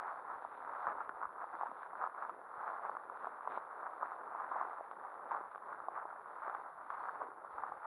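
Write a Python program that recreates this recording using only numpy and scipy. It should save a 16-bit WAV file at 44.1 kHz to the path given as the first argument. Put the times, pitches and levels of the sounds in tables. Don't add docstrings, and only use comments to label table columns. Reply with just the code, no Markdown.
import sys
import numpy as np
from scipy import signal
from scipy.fft import rfft, irfft
from scipy.io import wavfile
from scipy.ndimage import map_coordinates

SR = 44100
rng = np.random.default_rng(int(sys.argv[2]) if len(sys.argv) > 2 else 0)


def to_wav(sig):
    pcm = np.clip(np.atleast_2d(sig), -1, 1) * 32767
    pcm = np.round(pcm).astype(np.int16)
    wavfile.write(sys.argv[1], SR, pcm.T)


def undo_db(level):
    steps = np.asarray(level, float) / 20
    return 10 ** steps


N = 346626

# f/Hz, level/dB per Hz
HISS_COLOUR = [(4000, -28), (4900, -0.5), (7400, -2.5), (8200, 0), (10500, 2.5), (12500, 0.5), (15700, 0),
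               (16500, 1)]
# f/Hz, level/dB per Hz
SHELL_COLOUR = [(60, -61), (100, -43), (246, -26.5), (500, -13), (830, -2.5), (1060, -1), (1370, -4),
                (2000, -23), (3050, -47), (3650, -55), (4500, -62.5), (5000, -73.5), (6500, -100)]
# crest t/s, rustle level/dB, swell time/s, fade time/s (each over SWEEP_DB)
SWEEPS = [(.09, -44, 0.52, 0.18), (.31, -46.5, 0.081, 0.12), (.89, -40, 0.27, 0.065),
          (1.01, -41.5, 0.038, 0.044), (1.24, -46, 0.1, 0.031), (1.43, -46, 0.12, 0.041),
          (1.54, -48, 0.041, 0.12), (1.66, -45, .15, 0.048), (1.85, -50.5, 0.25, 0.1),
          (2.04, -40, 0.065, 0.043), (2.23, -45.5, 0.12, 0.08), (2.68, -42, 0.15, 0.19),
          (2.86, -43, 0.047, 0.093), (3.26, -47.5, 0.25, 0.11), (3.555, -44, 0.14, 0.05),
          (3.85, -46.5, 0.33, .15), (4.05, -48, 0.2, 0.4), (4.41, -45, 0.19, 0.1), (4.56, -41, 0.087, 0.26),
          (5.07, -48.5, 0.089, 0.18), (5.33, -42.5, 0.08, 0.11), (5.7, -46, 0.078, 0.2),
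          (5.97, -42, 0.037, 0.069), (6.1, -51, 0.073, 0.13), (6.46, -45, 0.2, .25),
          (6.92, -45.5, .04, 0.21), (7.07, -44.5, 0.16, 0.087), (7.23, -46, 0.12, 0.051),
          (7.65, -46.5, 0.19, 0.15), (7.855, -43.5, 0.04, .1)]
# crest t/s, fizz level/dB, swell time/s, fade time/s, top edge level/dB above the fizz
WHISKS = [(.1, -93.5, .2, 0.33, -1), (.55, -87, 0.32, 0.23, -14.5), (.83, -88, 0.19, 0.11, -5.5),
          (1.6, -91.5, 0.16, .1, -5.5), (1.84, -86, 0.17, .05, -14), (2.05, -90.5, 0.088, .05, -5),
          (2.29, -91.5, .2, .04, -9), (2.69, -90, 0.17, .12, -7), (2.96, -93, 0.24, 0.032, 1),
          (3.27, -87.5, 0.22, 0.089, -17), (3.515, -82, .03, .04, -16.5), (3.568, -75.5, .05, 0.012, -20),
          (4.1, -92, .2, 0.13, -5), (4.62, -90.5, 0.43, 0.34, -12), (5.32, -90, 0.041, 0.066, -12),
          (5.51, -89, 0.025, .08, -14.5), (5.69, -95, 0.054, 0.13, -9), (6.42, -91, 0.17, 0.38, -6),
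          (6.93, -89.5, .04, .1, -7), (7.03, -90, .12, 0.19, 0.5), (7.53, -92.5, .06, 0.45, -4)]
# f/Hz, level/dB per Hz
FIZZ_COLOUR = [(2400, -26.5), (3000, -6.5), (3650, 0), (4050, -8), (4600, -4.5), (4950, -40), (7400, -40.5),
               (8300, -15), (9300, -17), (12000, -28)]
# f/Hz, level/dB per Hz
TICK_COLOUR = [(1500, -25.5), (2100, 4), (3000, -9), (3700, -10), (4200, -22.5), (4900, -43)]
# crest t/s, peak level/dB, ring f/Hz, tick level/dB above the peak
BRITTLE_STEMS = [(.0004, -31, 1190, -40), (.7374, -41, 1180, -27), (1.0064, -28.5, 1100, -43),
                 (1.0938, -26.5, 1240, -34), (1.216, -30, 1090, -48), (1.625, -32, 1010, -34),
                 (1.8322, -33, 1250, -34), (1.9545, -32.5, 1210, -43), (2.0404, -23.5, 1090, -45),
                 (2.0643, -31, 1130, -45), (2.2959, -28.5, 1050, -36.5), (2.9694, -29, 1110, -41),
                 (3.0992, -32, 1100, -41), (3.2564, -31.5, 1190, -36), (3.2715, -27.5, 890, -42),
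                 (3.5212, -33, 1160, -28), (3.8672, -30, 1170, -44), (4.4007, -31.5, 1170, -37.5),
                 (4.635, -32, 990, -45), (4.6978, -35.5, 1050, -37), (4.7325, -33, 950, -41),
                 (4.9137, -32.5, 1110, -31), (5.311, -29, 1090, -42), (5.3175, -27, 966, -39),
                 (5.3689, -30, 1010, -40), (5.549, -33.5, 1190, -39), (6.503, -34.5, 940, -35),
                 (6.5495, -27.5, 1150, -36), (6.904, -27, 1180, -35), (7.0936, -32, 1220, -43)]
# crest t/s, peak level/dB, ring f/Hz
THIN_BLADES = [(.0588, -38, 1000), (.314, -35.5, 1230), (.4231, -36, 840), (.6958, -41, 1150),
               (1.2275, -30, 1130), (1.4422, -32, 1030), (1.541, -34.5, 1170), (1.7163, -34.5, 950),
               (1.9334, -33.5, 980), (2.18, -34, 1140), (2.251, -30.5, 1150), (2.7025, -30, 1170),
               (2.796, -34, 1050), (2.8513, -30, 950), (2.9524, -33, 1070), (3.4093, -35.5, 1150),
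               (3.831, -34, 990), (3.9354, -34.5, 1080), (4.3502, -32, 940), (4.4462, -31.5, 1140),
               (4.8095, -35.5, 710), (5.0499, -35.5, 1020), (5.4127, -35.5, 1040), (5.7302, -32.5, 1230),
               (5.803, -34, 1130), (5.9773, -30, 1050), (6.055, -32, 915), (6.1285, -35.5, 950),
               (7.449, -36, 980), (7.583, -32, 1050)]
# crest t/s, peak level/dB, ring
# f/Hz
HUSKS = [(0.079, -44, 1100), (0.7196, -41, 1200), (0.7633, -35.5, 1250), (0.8968, -37, 1250),
         (1.6688, -35.5, 1100), (3.173, -38, 1300), (3.4326, -39, 1100), (3.5114, -35, 1150),
         (3.555, -38.5, 1030), (4.4418, -36, 1100), (4.6533, -41, 1100), (5.1424, -37.5, 990),
         (5.5179, -40.5, 1200), (5.559, -33.5, 1100), (5.5795, -36.5, 1060), (6.9446, -35, 930),
         (7.2366, -37, 950), (7.8464, -36, 1040)]
# crest t/s, peak level/dB, ring f/Hz
THICK_STEMS = [(0.45, -28.5, 960), (.8697, -22, 1200), (0.8759, -27, 1070), (0.882, -35, 1120),
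               (1.2333, -27.5, 1060), (1.255, -27, 1080), (1.612, -26, 1020), (1.634, -25, 910),
               (2.0148, -27, 1170), (2.0217, -29, 1050), (2.0738, -29.5, 1040), (2.2244, -29, 1080),
               (2.8962, -27, 975), (3.2455, -29.5, 1160), (3.4754, -23.5, 1000), (3.5759, -26, 860),
               (4.0257, -27.5, 1080), (4.0305, -23, 1025), (4.1195, -30, 1060), (4.517, -26.5, 1030),
               (4.5215, -31, 1100), (4.6136, -23.5, 1010), (5.3485, -26, 1000), (5.8855, -25, 892),
               (6.4812, -28.5, 1090), (6.4979, -28, 1180), (7.087, -28, 1190), (7.219, -28, 960),
               (7.637, -26.5, 1045), (7.7213, -29, 960)]
# t/s, level/dB
BREEZE = [(0.01, -91.5), (1.08, -86), (1.3, -90), (2.17, -94), (4.18, -93), (5.1, -94), (5.38, -88),
          (6.6, -90), (6.82, -86), (7.37, -92), (7.7, -78.5), (7.85, -94)]
# f/Hz, level/dB per Hz
AIR_COLOUR = [(8.8, -55), (15, -19.5), (65, -4.5), (200, -0.5), (260, -30), (440, -120)]
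# t/s, peak level/dB, f/Hz
THUDS = [(.352, -71, 90), (.869, -56, 173), (.97, -73.5, 62), (1.14, -76, 45), (1.262, -68, 65),
         (2.005, -79, 45), (2.314, -61, 290), (2.573, -66, 121), (2.942, -61, 260), (5.879, -70, 223),
         (7.54, -65, 65), (7.595, -72, 60), (7.709, -69, 109)]
# t/s, peak level/dB, f/Hz
BUMPS = [(1.087, -50, 330), (1.537, -52, 330), (1.686, -56, 280), (1.715, -58.5, 250), (2.312, -51.5, 398),
         (3.569, -57, 330), (4.802, -57, 400), (5.403, -48, 370), (6.047, -51, 400), (6.471, -51, 400),
         (7.281, -52.5, 380)]

SWEEP_DB = 10
LULL_DB, USUAL_DB = -56.5, -48.5


def evened(x):
    return x / np.sqrt(np.mean(x ** 2) + 1e-20)


def read(points, hz):
    f, value = np.transpose(points)
    return np.interp(np.log(hz + 1), np.log(f + 1), value)


def slow(rate_hz):
    knots = rng.standard_normal(4000)
    return evened(map_coordinates(knots, [np.arange(N) / SR * rate_hz], order=3))


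def coloured(points):
    gain = undo_db(read(points, np.fft.rfftfreq(N, 1 / SR)))
    return evened(irfft(rfft(rng.standard_normal(N)) * gain, N))


def causal(points, size=2048):
    level_db = read(points, abs(np.fft.fftfreq(size, 1 / SR)))
    log_gain = np.log(undo_db(np.maximum(level_db, -100)))
    return np.fft.ifft(np.exp(np.conj(signal.hilbert(log_gain)))).real[:size // 2]


def thirds(x):
    hz, z = np.fft.rfftfreq(len(x), 1 / SR), rfft(x)
    low = 1 / (1 + (hz / 550) ** 8)
    high = 1 - 1 / (1 + (hz / 2100) ** 12)
    return [irfft(z * gain, len(x)) for gain in (low, 1 - low - high, high)]


def swells(rows, rest_db):
    t = np.arange(0, N + 64, 64) / SR
    power = undo_db(2 * rest_db)
    for s, db, swell, fade, *_ in rows:
        away = np.where(t < s, (s - t) / swell, (t - s) / fade)
        power = power + undo_db(2 * (db - SWEEP_DB * away))
    return np.interp(np.arange(N) / SR, t, 10 * np.log10(power))


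def follows(db, share):
    return db + share * (swells(SWEEPS, LULL_DB) - USUAL_DB)


def hiss():
    return undo_db(-93.5) * coloured(HISS_COLOUR)


def whine():
    t = np.arange(N) / SR
    blocks = np.floor((t - .0102) * 89.335)
    turns = 10540.0 * t - .478 * blocks + 0.23 * slow(1.2)
    return undo_db(-85.5) * np.sqrt(2) * np.sin(2 * np.pi * turns)


def crackle(per_s, spread_db, clump_db, sharp, count=16):
    chance = per_s / SR * undo_db(clump_db * slow(45))
    size = undo_db(spread_db * np.minimum(rng.exponential(1, N), 3))
    size = size * (rng.random(N) < chance) * rng.choice([-1., 1.], N)
    blade = rng.integers(0, count, N)
    hz = np.fft.rfftfreq(N, 1 / SR) + 1
    out, total = 0, 0
    for kind, f in enumerate(np.geomspace(400, 2400, count)):
        ring = 0.34 + 1 / (1 + 1j * sharp * (hz / f - f / hz))
        out = out + ring * rfft(size * (blade == kind))
        total = total + abs(ring) ** 2
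    return evened(irfft(out / np.sqrt(total), N))


def rustle():
    swish = rng.standard_normal(N) * undo_db(1.8 * slow(70))
    rub = crackle(per_s=1500, spread_db=4, clump_db=2, sharp=3) + undo_db(-6.5) * evened(swish)
    low, middle, high = thirds(irfft(rfft(rub) * rfft(causal(SHELL_COLOUR), N), N))
    cloth_low, _, cloth_high = thirds(coloured(SHELL_COLOUR))
    low = evened(low) + undo_db(2) * evened(cloth_low)
    high = evened(high) + undo_db(-4.5) * evened(cloth_high)
    body = undo_db(follows(-63, .45) + 2.3 * slow(12))
    swept_edge = undo_db(follows(-81.5, 0.98) + 1.5 * slow(14))
    whisked_edge = undo_db(swells(WHISKS, -110) + 9)
    edge = np.hypot(swept_edge, whisked_edge)
    return undo_db(swells(SWEEPS, LULL_DB)) * evened(middle) + body * evened(low) + edge * evened(high)


def fizz():
    swept = undo_db(follows(-93.0, .45))
    hz = np.fft.rfftfreq(N, 1 / SR)
    z = rfft(coloured(FIZZ_COLOUR) * undo_db(2.2 * slow(90)))
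    body = evened(irfft(z * (hz < 4100), N))
    edge = evened(irfft(z * (hz >= 4100), N))
    tips = [(s, db + top_db, swell, fade) for s, db, swell, fade, top_db in WHISKS]
    body_gain = np.hypot(swept, undo_db(swells(WHISKS, -110)))
    edge_gain = np.hypot(swept * undo_db(-9), undo_db(swells(tips, -115)))
    return body_gain * body + edge_gain * edge


def stray_flicks(count=40):
    when, size, pitch, dry = rng.random((count, 4)).T
    at = (when * (N - 1)).astype(int)
    level_db = follows(USUAL_DB + 5, 0.85)[at] - 4.5 * size
    return np.transpose([when * N / SR, level_db, 1060 * (.85 + .3 * pitch), -44 - 20 * dry])


def stems():
    green = [(*row, -56) for row in [*THIN_BLADES, *THICK_STEMS]]
    husks = [(*row, -33) for row in HUSKS]
    return [*BRITTLE_STEMS, *green, *stray_flicks(), *husks]


def snaps():
    size, crest = 1024, 200
    out = np.zeros(N + SR)
    t = (np.arange(size) - crest) / SR
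    tick = np.roll(causal(TICK_COLOUR), 150)
    tick = tick / abs(tick).max()
    rows = stems()
    for (s, db, hz, tick_db), (sign, lag, back, long) in zip(rows, rng.random((len(rows), 4))):
        swing = t * hz
        shape = np.exp(-(swing / np.where(swing < 0, .75, 0.95 + 0.15 * long)) ** 2)
        ring = shape * np.cos(2 * np.pi * swing)
        ring = ring - shape * ring.sum() / shape.sum()
        snap = ring + undo_db(tick_db + 6.0) * tick
        rebound = np.roll(snap, int(SR * (.0016 + .0016 * lag)))
        snap = snap + undo_db(-5 - 9 * back) * rebound
        at = size - crest + round(s * SR)
        out[at:at + size] += undo_db(db) * np.sign(sign - .5) * snap
    return out[size:size + N]


def breeze():
    s, level_db = np.transpose(BREEZE)
    level_db = np.interp(np.arange(N) / SR, s, level_db)
    return undo_db(level_db + 3.5) * evened(coloured(AIR_COLOUR) * undo_db(1.4 * slow(24)))


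def pushes(rows, cycles):
    out, t = np.zeros(N), np.arange(N) / SR
    for s, db, hz in rows:
        swing = (t - s - .008) * hz
        out += undo_db(db) * np.exp(-(swing / cycles) ** 2) * np.sin(2 * np.pi * swing)
    return out


def thuds():
    return pushes(THUDS, cycles=.6)


def bumps():
    return pushes(BUMPS, cycles=1.05)


def scene():
    return (rustle() + fizz() + snaps() + breeze() + thuds() + bumps())[None]


def roll_off(x):
    return signal.sosfilt(signal.butter(12, 15740, fs=SR, output="sos"), x)


def record(dry):
    return roll_off(dry + hiss() + whine())


dry = scene()
out = record(dry)
to_wav(out)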